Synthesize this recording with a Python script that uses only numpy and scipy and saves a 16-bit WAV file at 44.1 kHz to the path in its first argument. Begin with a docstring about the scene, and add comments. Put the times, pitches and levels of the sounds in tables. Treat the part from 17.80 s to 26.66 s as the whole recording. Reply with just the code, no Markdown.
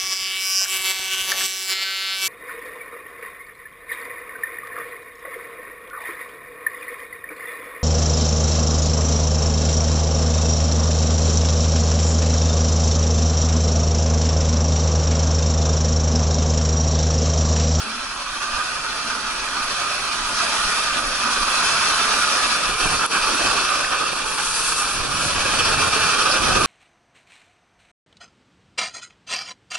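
"""Water rushes and churns inside a hollow tube as a rider speeds down a slide and out onto an open lane.
The water is turbulent noise that grows with the flow; gushes slap the slide and spray patters on the
rider's waterproof camera case. Wind buffets the case, knocks set the tube booming and bumps thud on
the lane. The resonances of the case colour it all on the way to two microphone ports.
One large drop cracks on the case and makes the limiter duck for a moment."""
import sys
import numpy as np
from scipy import signal
from scipy.fft import rfft, irfft, next_fast_len
from scipy.io import wavfile
from scipy.ndimage import uniform_filter1d, minimum_filter1d

SR = 44100
rng = np.random.default_rng(int(sys.argv[2]) if len(sys.argv) > 2 else 0)


def wrap_up_sound(samples):
    """Save the sound to the file named by the first command line argument, as 16-bit audio."""
    columns = np.atleast_2d(samples).T
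    # keep every value between -1 and 1, then stretch to whole-number steps
    tamed = np.clip(columns, -1, 1)
    steps = np.round(tamed * 32767).astype(np.int16)
    wavfile.write(sys.argv[1], SR, steps)


N = 390726
TIME = np.arange(N) / SR
FFT_SIZE = next_fast_len(N, real=True)
FREQ_HZ = np.fft.rfftfreq(FFT_SIZE, 1 / SR)
FRAME, HOP = 1024, 256  # samples


def amp(db):
    """Amplitude ratio of a level in decibels."""
    return 10 ** (np.asarray(db) / 20)


def unit(x):
    """Normalisation to rms 1."""
    return x / np.sqrt(np.mean(x ** 2) + 1e-20)


def spectrum_db(points):
    """Spectral envelope: levels interpolated on a logarithmic frequency axis."""
    hz, db = np.transpose(points)
    return np.interp(np.log(FREQ_HZ + 1), np.log(hz + 1), db)


def swell(middle_s, half_width_s):
    """Gaussian envelope: a smooth rise to 1 and fall."""
    return np.exp(-((TIME - middle_s) / half_width_s) ** 2)


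def impacts(rows, rise_s, decay_s):
    """Damped response: a quick rise and an exponential decay for each (start_s, level_db)."""
    envelope = np.zeros(N)
    for start_s, db in rows:
        age = np.maximum(TIME - start_s, 0)
        envelope += amp(db) * (1 - np.exp(-age / rise_s)) * np.exp(-age / decay_s)
    return envelope


def wander(low_hz, high_hz):
    """Random modulation: slow band-pass noise of rms 1."""
    band = FREQ_HZ ** 2 / (FREQ_HZ ** 2 + low_hz ** 2) / (1 + (FREQ_HZ / high_hz) ** 2)
    return unit(irfft(rfft(rng.standard_normal(FFT_SIZE)) * band, FFT_SIZE)[:N])


def eddies(patchy_db, patch_hz=700, patch_s=.07):
    """Turbulence: two noises in which patches of time and frequency swell and fade."""
    framing = dict(nperseg=FRAME, noverlap=FRAME - HOP)
    spectra = signal.stft(rng.standard_normal((2, N)), **framing)[2]
    patches = rng.standard_normal(spectra.shape[1:])
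    patches = uniform_filter1d(patches, max(1, round(patch_hz * FRAME / SR)), axis=0)
    patches = unit(uniform_filter1d(patches, max(1, round(patch_s * SR / HOP)), axis=1))
    return unit(signal.istft(spectra * amp(patchy_db * patches), **framing)[1][:, :N])


def droplets(per_s, spread_db):
    """Shot noise: two Poisson trains of tiny impacts of random size."""
    sizes = amp(spread_db * np.minimum(rng.exponential(1, (2, N)), 4))
    signs = rng.choice([-1, 1], (2, N))
    hits = rng.random((2, N)) < per_s / SR
    return unit(sizes * signs * hits)


def in_tube(exit_s=4.87, fade_s=0.065):
    """Degree of enclosure: 1 inside the tube, falling to 0 past its mouth."""
    return .5 - .5 * np.tanh((TIME - exit_s) / fade_s)


# Flow past the rider, relative to the fastest stretch: time_s, flow_db
FLOW = [(0, -9.5), (0.45, -10), (0.79, -7), (0.98, -8), (1.5, -7.5), (1.9, -5.5), (2.46, -5.5),
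        (2.66, -2.5), (2.92, -2), (3.25, -5), (3.78, -0.6), (4.65, -0.8), (4.92, -3.4), (5.06, -1.5),
        (5.22, -3), (5.68, -1), (6.45, -6.5), (6.88, -4.5), (7.28, -6), (7.8, 0.0), (8.86, 0)]
def flow_level_db(full_db, slope, lane_db):
    """Power law: the level gains `slope` dB per dB of flow, and lane_db more in the open."""
    flow_db = np.interp(TIME, *np.transpose(FLOW))
    return full_db + slope * flow_db + lane_db * (1 - in_tube())


def resonances(modes):
    """Resonance and antiresonance: the gain of a set of bell-shaped peaks and notches."""
    return amp(sum(db * np.exp(-.5 * ((FREQ_HZ - hz) / width) ** 2) for hz, width, db in modes))


# Case resonances, tube cross modes, interference of the lane's reflection: centre_hz, width_hz, gain_db
CASE_MODES = [(1060, 49, 2.5), (1218, 63, 6), (1460, 150, 5.5), (2200, 105, -4), (2312, 57, 3.5),
              (2594, 140, 3.5), (2840, 93, -2.5), (3730, 160, -1), (4480, 170, 0.5), (10460, 610, 3.5)]
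TUBE_MODES = [(247, 19, 1.5), (345, 33, -3.5), (400, 22, 0.5), (466, 27, -5), (560, 40, 0.5), (688, 23, 3),
              (800, 49, -2), (904, 19, 1.5), (1095, 54, -1.5), (1440, 97, 1), (2650, 160, -1),
              (4130, 70, 2)]
LANE_INTERFERENCE = [(670, 78, 0.5), (1190, 20, 0), (2004, 130, -3.5), (2660, 200, 1), (4630, 67, -1),
                     (5280, 110, -1.5)]
# Likeness of the two ports in each space: frequency_hz, coherence_ratio, left_lead_rad
TUBE_PORTS = [(30, .92, 0), (250, .8, -.4), (430, .5, -1.6), (620, .83, -.5), (850, .76, -.1),
              (1150, .87, -.35), (1400, .87, .2), (1650, .8, -.2), (1850, .3, -1), (2100, .25, -3),
              (2300, .4, -.5), (2550, .72, -.3), (2900, .28, -.2), (3500, .15, .2), (3850, .45, 3),
              (4600, .15, 2), (5500, .33, 2.3), (6500, .17, .3), (7200, .47, -1.25), (11000, .67, -.35)]
LANE_PORTS = [(30, .86, 0), (220, .6, -.5), (420, .42, -1.9), (620, .68, -.7), (850, .66, 0),
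              (1150, .88, -.3), (1400, .84, .1), (1700, .78, -.35), (2050, .15, -1.6), (2350, .8, -.45),
              (2700, .82, -.5), (3450, .2, -.5), (3850, .56, 3), (4500, .38, 6.2), (4850, .3, 6.6),
              (5300, .25, 8.2), (6200, .22, 8.3), (7200, .5, 11.35), (11000, .69, 12.2)]
# Unequal sensitivity of the ports: frequency_hz, left_minus_right_db
PORT_BALANCE = [(30, -1), (120, 0), (260, -1), (420, -1.5), (600, -2.5), (780, -7.5), (950, -1.5),
                (1220, -6), (1480, -1.2), (1900, -4.5), (2400, -0.5), (3600, -1.8), (4800, 0.5),
                (11000, .9)]
def transfer_paths():
    """Transfer functions of tube and lane: (share over time, coherence, left response, right response)."""
    balance = amp(spectrum_db(PORT_BALANCE) / 2)
    spaces = (in_tube(), TUBE_MODES, TUBE_PORTS), (1 - in_tube(), LANE_INTERFERENCE, LANE_PORTS)
    paths = []
    for share, modes, ports in spaces:
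        hz, coherence, lead_rad = np.transpose(ports)
        gain = resonances(CASE_MODES) * resonances(modes)
        lag = np.exp(-1j * np.interp(FREQ_HZ, hz, lead_rad))
        paths.append((share, np.interp(FREQ_HZ, hz, coherence), gain * balance, gain / balance * lag))
    return paths


def through_case(noises, spectrum, paths):
    """Linear filtering: two noises are coloured and reach the ports partly coherent, at rms 1."""
    common, separate = rfft(noises, FFT_SIZE) * amp(spectrum_db(spectrum))
    out = np.zeros((2, N))
    for share, coherence, left, right in paths:
        blend = coherence * common + np.sqrt(1 - coherence ** 2) * separate
        out += share * irfft(np.array([common * left, blend * right]), FFT_SIZE)[:, :N]
    return unit(out)


# Spectra of the wind's slow buffeting and of its roar: frequency_hz, density_db
BUFFET_SPECTRUM = [(5, -6), (16, 0.5), (28, 4.5), (48, -4), (70, -12.5), (130, -29), (500, -63)]
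ROAR_SPECTRUM = [(25, -11), (65, -0.5), (125, 1), (200, -2.5), (320, -6.5), (700, -25), (2500, -60)]
# Gusts on the open lane: middle_s, half_width_s, level_db
GUSTS = [(5.12, 0.097, -37), (5.67, .05, -37), (7.38, 0.27, -35.5), (7.949, 0.35, -33.5), (8.74, 0.2, -30)]
# Single jolts of the rider that thump the case: middle_s, level_db
JOLTS = [(0.25, -44), (0.76, -34.5), (1.63, -40), (1.87, -39), (2.48, -34), (2.85, -36), (3.28, -38),
         (3.61, -34), (4.89, -33.5), (5.075, -28), (5.4, -40), (7.2, -36), (8.67, -28)]
def wind(paths):
    """Turbulent pressure on the case: a steady draught, gusts and jolts add in power."""
    gusts = sum(amp(db) * swell(s, width) for s, width, db in GUSTS)
    jolts = sum(amp(db) * swell(s, half_width_s=0.05) for s, db in JOLTS)
    draught = amp(flow_level_db(full_db=-47, slope=0.05, lane_db=1))
    pressure = np.sqrt(draught ** 2 + (gusts * amp(-6)) ** 2 + jolts ** 2)
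    buffet = through_case(rng.standard_normal((2, N)), BUFFET_SPECTRUM, paths) * pressure
    buffet *= amp(1.6 * wander(low_hz=5, high_hz=6))
    steady_roar = amp(flow_level_db(full_db=-48.5, slope=0.54, lane_db=1))
    roar_gain = np.hypot(steady_roar, gusts) * amp(1.7 * wander(low_hz=5, high_hz=13))
    roar = through_case(eddies(patchy_db=0.5, patch_hz=90), ROAR_SPECTRUM, paths) * roar_gain
    return buffet + roar


# Knocks of the rider on the tube wall: start_s, level_db
KNOCKS = [(0.02, -36), (1.22, -37), (3.15, -38.5), (3.42, -38)]
# The tube's hollow boom: frequency_hz, density_db
BOOM_SPECTRUM = [(120, -40), (195, -27), (222, 8), (258, 1), (295, -2.5), (420, -40)]
def tube_knocks(paths):
    """Impact excitation: each knock sets the tube's lowest resonance booming."""
    boom = through_case(rng.standard_normal((2, N)), BOOM_SPECTRUM, paths)
    return boom * impacts(KNOCKS, rise_s=0.018, decay_s=0.15)


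# Bumps of the rider over the lane: start_s, level_db
BUMPS = [(4.885, -24), (5.054, -18), (5.135, -19), (7.245, -23), (8.679, -17), (8.754, -9)]
def lane_bumps(paths):
    """Heavily damped impacts: each gives a dull thud and sloshes the water."""
    thud = through_case(rng.standard_normal((2, N)), ROAR_SPECTRUM, paths) * amp(-4.5)
    slosh = through_case(rng.standard_normal((2, N)), CHURN_SPECTRUM, paths) * amp(-6)
    return (thud + slosh) * impacts(BUMPS, rise_s=0.0035, decay_s=0.014)


# Large drops on the case: start_s, level_db, pitch_hz, decay_s, splash_ratio
DROPS = [(5.2636, 1.5, 10000, .0005, .8), (6.047, -11.5, 1800, .0016, .3)]
def large_drops():
    """Damped oscillation: each drop rings briefly right on the case, with a splash of noise."""
    out = np.zeros((2, N))
    for start_s, db, hz, decay_s, splash in DROPS:
        ring = np.sin(2 * np.pi * hz * (TIME - start_s)) + splash * rng.standard_normal((2, N))
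        out += ring * impacts([(start_s, db)], rise_s=.0001, decay_s=decay_s)
    return out


# Gushes that slap the slide: start_s, level_db, decay_s, relative_hiss_db
SLAPS = [(0.725, -23.5, .04, -5), (0.785, -26.5, .04, -6), (1.295, -20.5, 0.024, -10),
         (2.595, -23, 0.027, -12), (4.843, -20, 0.014, -7), (4.998, -20, .016, 5), (5.12, -21, 0.016, -5),
         (5.342, -18, 0.032, -7), (5.66, -26, 0.075, 4), (6.118, -15.5, 0.033, -10),
         (6.575, -16.5, 0.027, -12), (7.785, -24, 0.067, 5), (8.168, -13, .02, -10), (8.51, -31, 0.045, 12)]
def slaps(paths, rise_s=0.0052):
    """Transient turbulence: each gush bursts and decays, with a gurgling body and its own share of hiss."""
    body_gain = sum(impacts([(s, db)], rise_s, decay_s) for s, db, decay_s, _ in SLAPS)
    top_gain = sum(impacts([(s, db + hiss_db)], rise_s, decay_s) for s, db, decay_s, hiss_db in SLAPS)
    body = through_case(eddies(patchy_db=1.5), RUSH_SPECTRUM, paths)
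    top = through_case(eddies(patchy_db=6.5), HISS_SPECTRUM, paths)
    return body * body_gain + top * top_gain


# Spray striking the case: frequency_hz, density_db
SPRAY_SPECTRUM = [(2000, -16), (4500, 2), (6000, 1.5), (7500, -1), (9000, 1.5), (11000, -2)]
def spray(paths, flutter, shower_db):
    """Shot noise over turbulence: droplets patter brightly on the case, louder in a shower."""
    patter = unit(eddies(patchy_db=1.85, patch_hz=300) + .5 * droplets(per_s=2600, spread_db=3))
    level_db = flow_level_db(full_db=-25, slope=1.24, lane_db=0.2) + shower_db
    level_db += 0.3 * flutter + 0.74 * wander(low_hz=4.7, high_hz=11)
    return through_case(patter, SPRAY_SPECTRUM, paths) * amp(level_db)


# Water churning under the rider: frequency_hz, density_db
CHURN_SPECTRUM = [(60, -25), (150, -8), (260, -2), (450, 3), (750, -3.5), (1100, -14.5), (2000, -17.5),
                  (5000, -47)]
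# The rider ploughs into deeper water: middle_s, half_width_s, boost_db
PLOUGHS = [(1.27, .2, 3), (3.35, 0.33, 2), (7.4, .2, 0.5), (8.8, 0.22, 4.5)]
def churn(paths, flutter, shower_db):
    """Low-frequency turbulence: louder in deep water, weaker when water leaves the slide as spray."""
    plough_db = sum(db * swell(s, width) for s, width, db in PLOUGHS)
    level_db = flow_level_db(full_db=-32.5, slope=1.09, lane_db=3.06) + plough_db - 0.32 * shower_db
    level_db += flutter + 1.2 * wander(low_hz=8.5, high_hz=13)
    return through_case(eddies(patchy_db=2, patch_hz=200), CHURN_SPECTRUM, paths) * amp(level_db)


# The water's hiss: frequency_hz, density_db
HISS_SPECTRUM = [(1200, -17), (1900, -11.5), (2400, 0), (3200, 0), (4500, 0), (5900, -1), (6800, -10),
                 (8000, -15.5), (11000, -29)]
def hiss(paths, flutter):
    """High-frequency turbulence, with a fine grain of droplet impacts."""
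    fizz = unit(eddies(patchy_db=2, patch_hz=250) + 0.34 * droplets(per_s=2500, spread_db=-2))
    level_db = flow_level_db(full_db=-22, slope=1.034, lane_db=0.1)
    level_db += .5 * flutter + 0.9 * wander(low_hz=5.5, high_hz=12)
    return through_case(fizz, HISS_SPECTRUM, paths) * amp(level_db)


# Water rushing past the rider: frequency_hz, density_db
RUSH_SPECTRUM = [(200, -27.5), (600, -14), (900, -2.5), (1200, 0), (1650, -3), (2000, -4.5), (2600, -6),
                 (3300, -13.5), (4500, -13), (9000, -52)]
def rush(paths, flutter):
    """Mid-frequency turbulence, its amplitude nearly proportional to the flow."""
    level_db = flow_level_db(full_db=-20.5, slope=0.99, lane_db=0.28) + 1.2 * flutter
    return through_case(eddies(patchy_db=1.54, patch_hz=170), RUSH_SPECTRUM, paths) * amp(level_db)


def wall_echo(direct, spread_s, echo_db, sets=4):
    """Scattering: the slide walls return close echoes, in sets that fade in and out as the rider moves."""
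    age = np.arange(FRAME) / SR
    echo = np.zeros((2, N))
    for _ in range(sets):
        taps = rng.standard_normal(FRAME) * (age / spread_s) * np.exp(-age / spread_s)
        scattered = signal.oaconvolve(direct, taps[None] / np.linalg.norm(taps), axes=1)[:, :N]
        fade_hz = rng.uniform(0.2834, 1.109)
        echo += scattered * np.cos(2 * np.pi * (TIME * fade_hz + rng.random())) * np.sqrt(2 / sets)
    return (direct + amp(echo_db) * echo) / np.hypot(1, amp(echo_db))


# Showers of spray thrown up at the case: middle_s, half_width_s, boost_db
SHOWERS = [(2.85, 0.29, 0.5), (5.1, 0.18, 2.0), (6.83, 0.35, 10), (7.42, 0.083, 5)]
# Brief dips in the water's level: middle_s, dip_db
LULLS = [(4.965, 4), (6.08, 2.5), (6.72, 1.5), (7.97, 3), (8.105, 3.5), (8.615, 2)]
def water(paths):
    """Common modulation: the sheet of water breaks up unevenly, so one flutter shakes all four bands."""
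    shower_db = sum(db * swell(s, width) for s, width, db in SHOWERS)
    lull_db = sum(db * swell(s, half_width_s=0.021) for s, db in LULLS)
    flutter = wander(low_hz=11.5, high_hz=11.4) * (1 - 0.34 * in_tube())  # the tube's echoes even it out
    stream = churn(paths, flutter, shower_db) + rush(paths, flutter)
    stream += hiss(paths, flutter) + spray(paths, flutter, shower_db)
    return wall_echo(stream * amp(-lull_db) + slaps(paths), spread_s=0.0041, echo_db=-12)


def scene():
    """Superposition of all the sources at the two ports."""
    paths = transfer_paths()
    return water(paths) + wind(paths) + lane_bumps(paths) + tube_knocks(paths) + large_drops()


def record(dry, ceiling_db=-5.5, hold_s=0.026, recover_db_per_s=280, cutoff_hz=11100):
    """Peak limiting: the gain ducks at once, holds and recovers; a low-pass then limits the band."""
    peak_db = 20 * np.log10(abs(dry).max(axis=0) + 1e-9)
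    over_db = np.maximum(peak_db - ceiling_db, 0)
    hold = 2 * round(hold_s * SR / 2) + 1
    held_db = -minimum_filter1d(-over_db, hold, origin=hold // 2 - 18)  # looks 18 samples ahead
    recovery_db = TIME * recover_db_per_s
    released_db = np.maximum.accumulate(held_db + recovery_db) - recovery_db
    duck_db = uniform_filter1d(released_db, size=60)
    low_pass = signal.firwin(801, cutoff_hz, window=("kaiser", 8), fs=SR)
    return signal.oaconvolve(dry * amp(-duck_db), low_pass[None], "same", axes=1)


dry = scene()
out = record(dry)
wrap_up_sound(out)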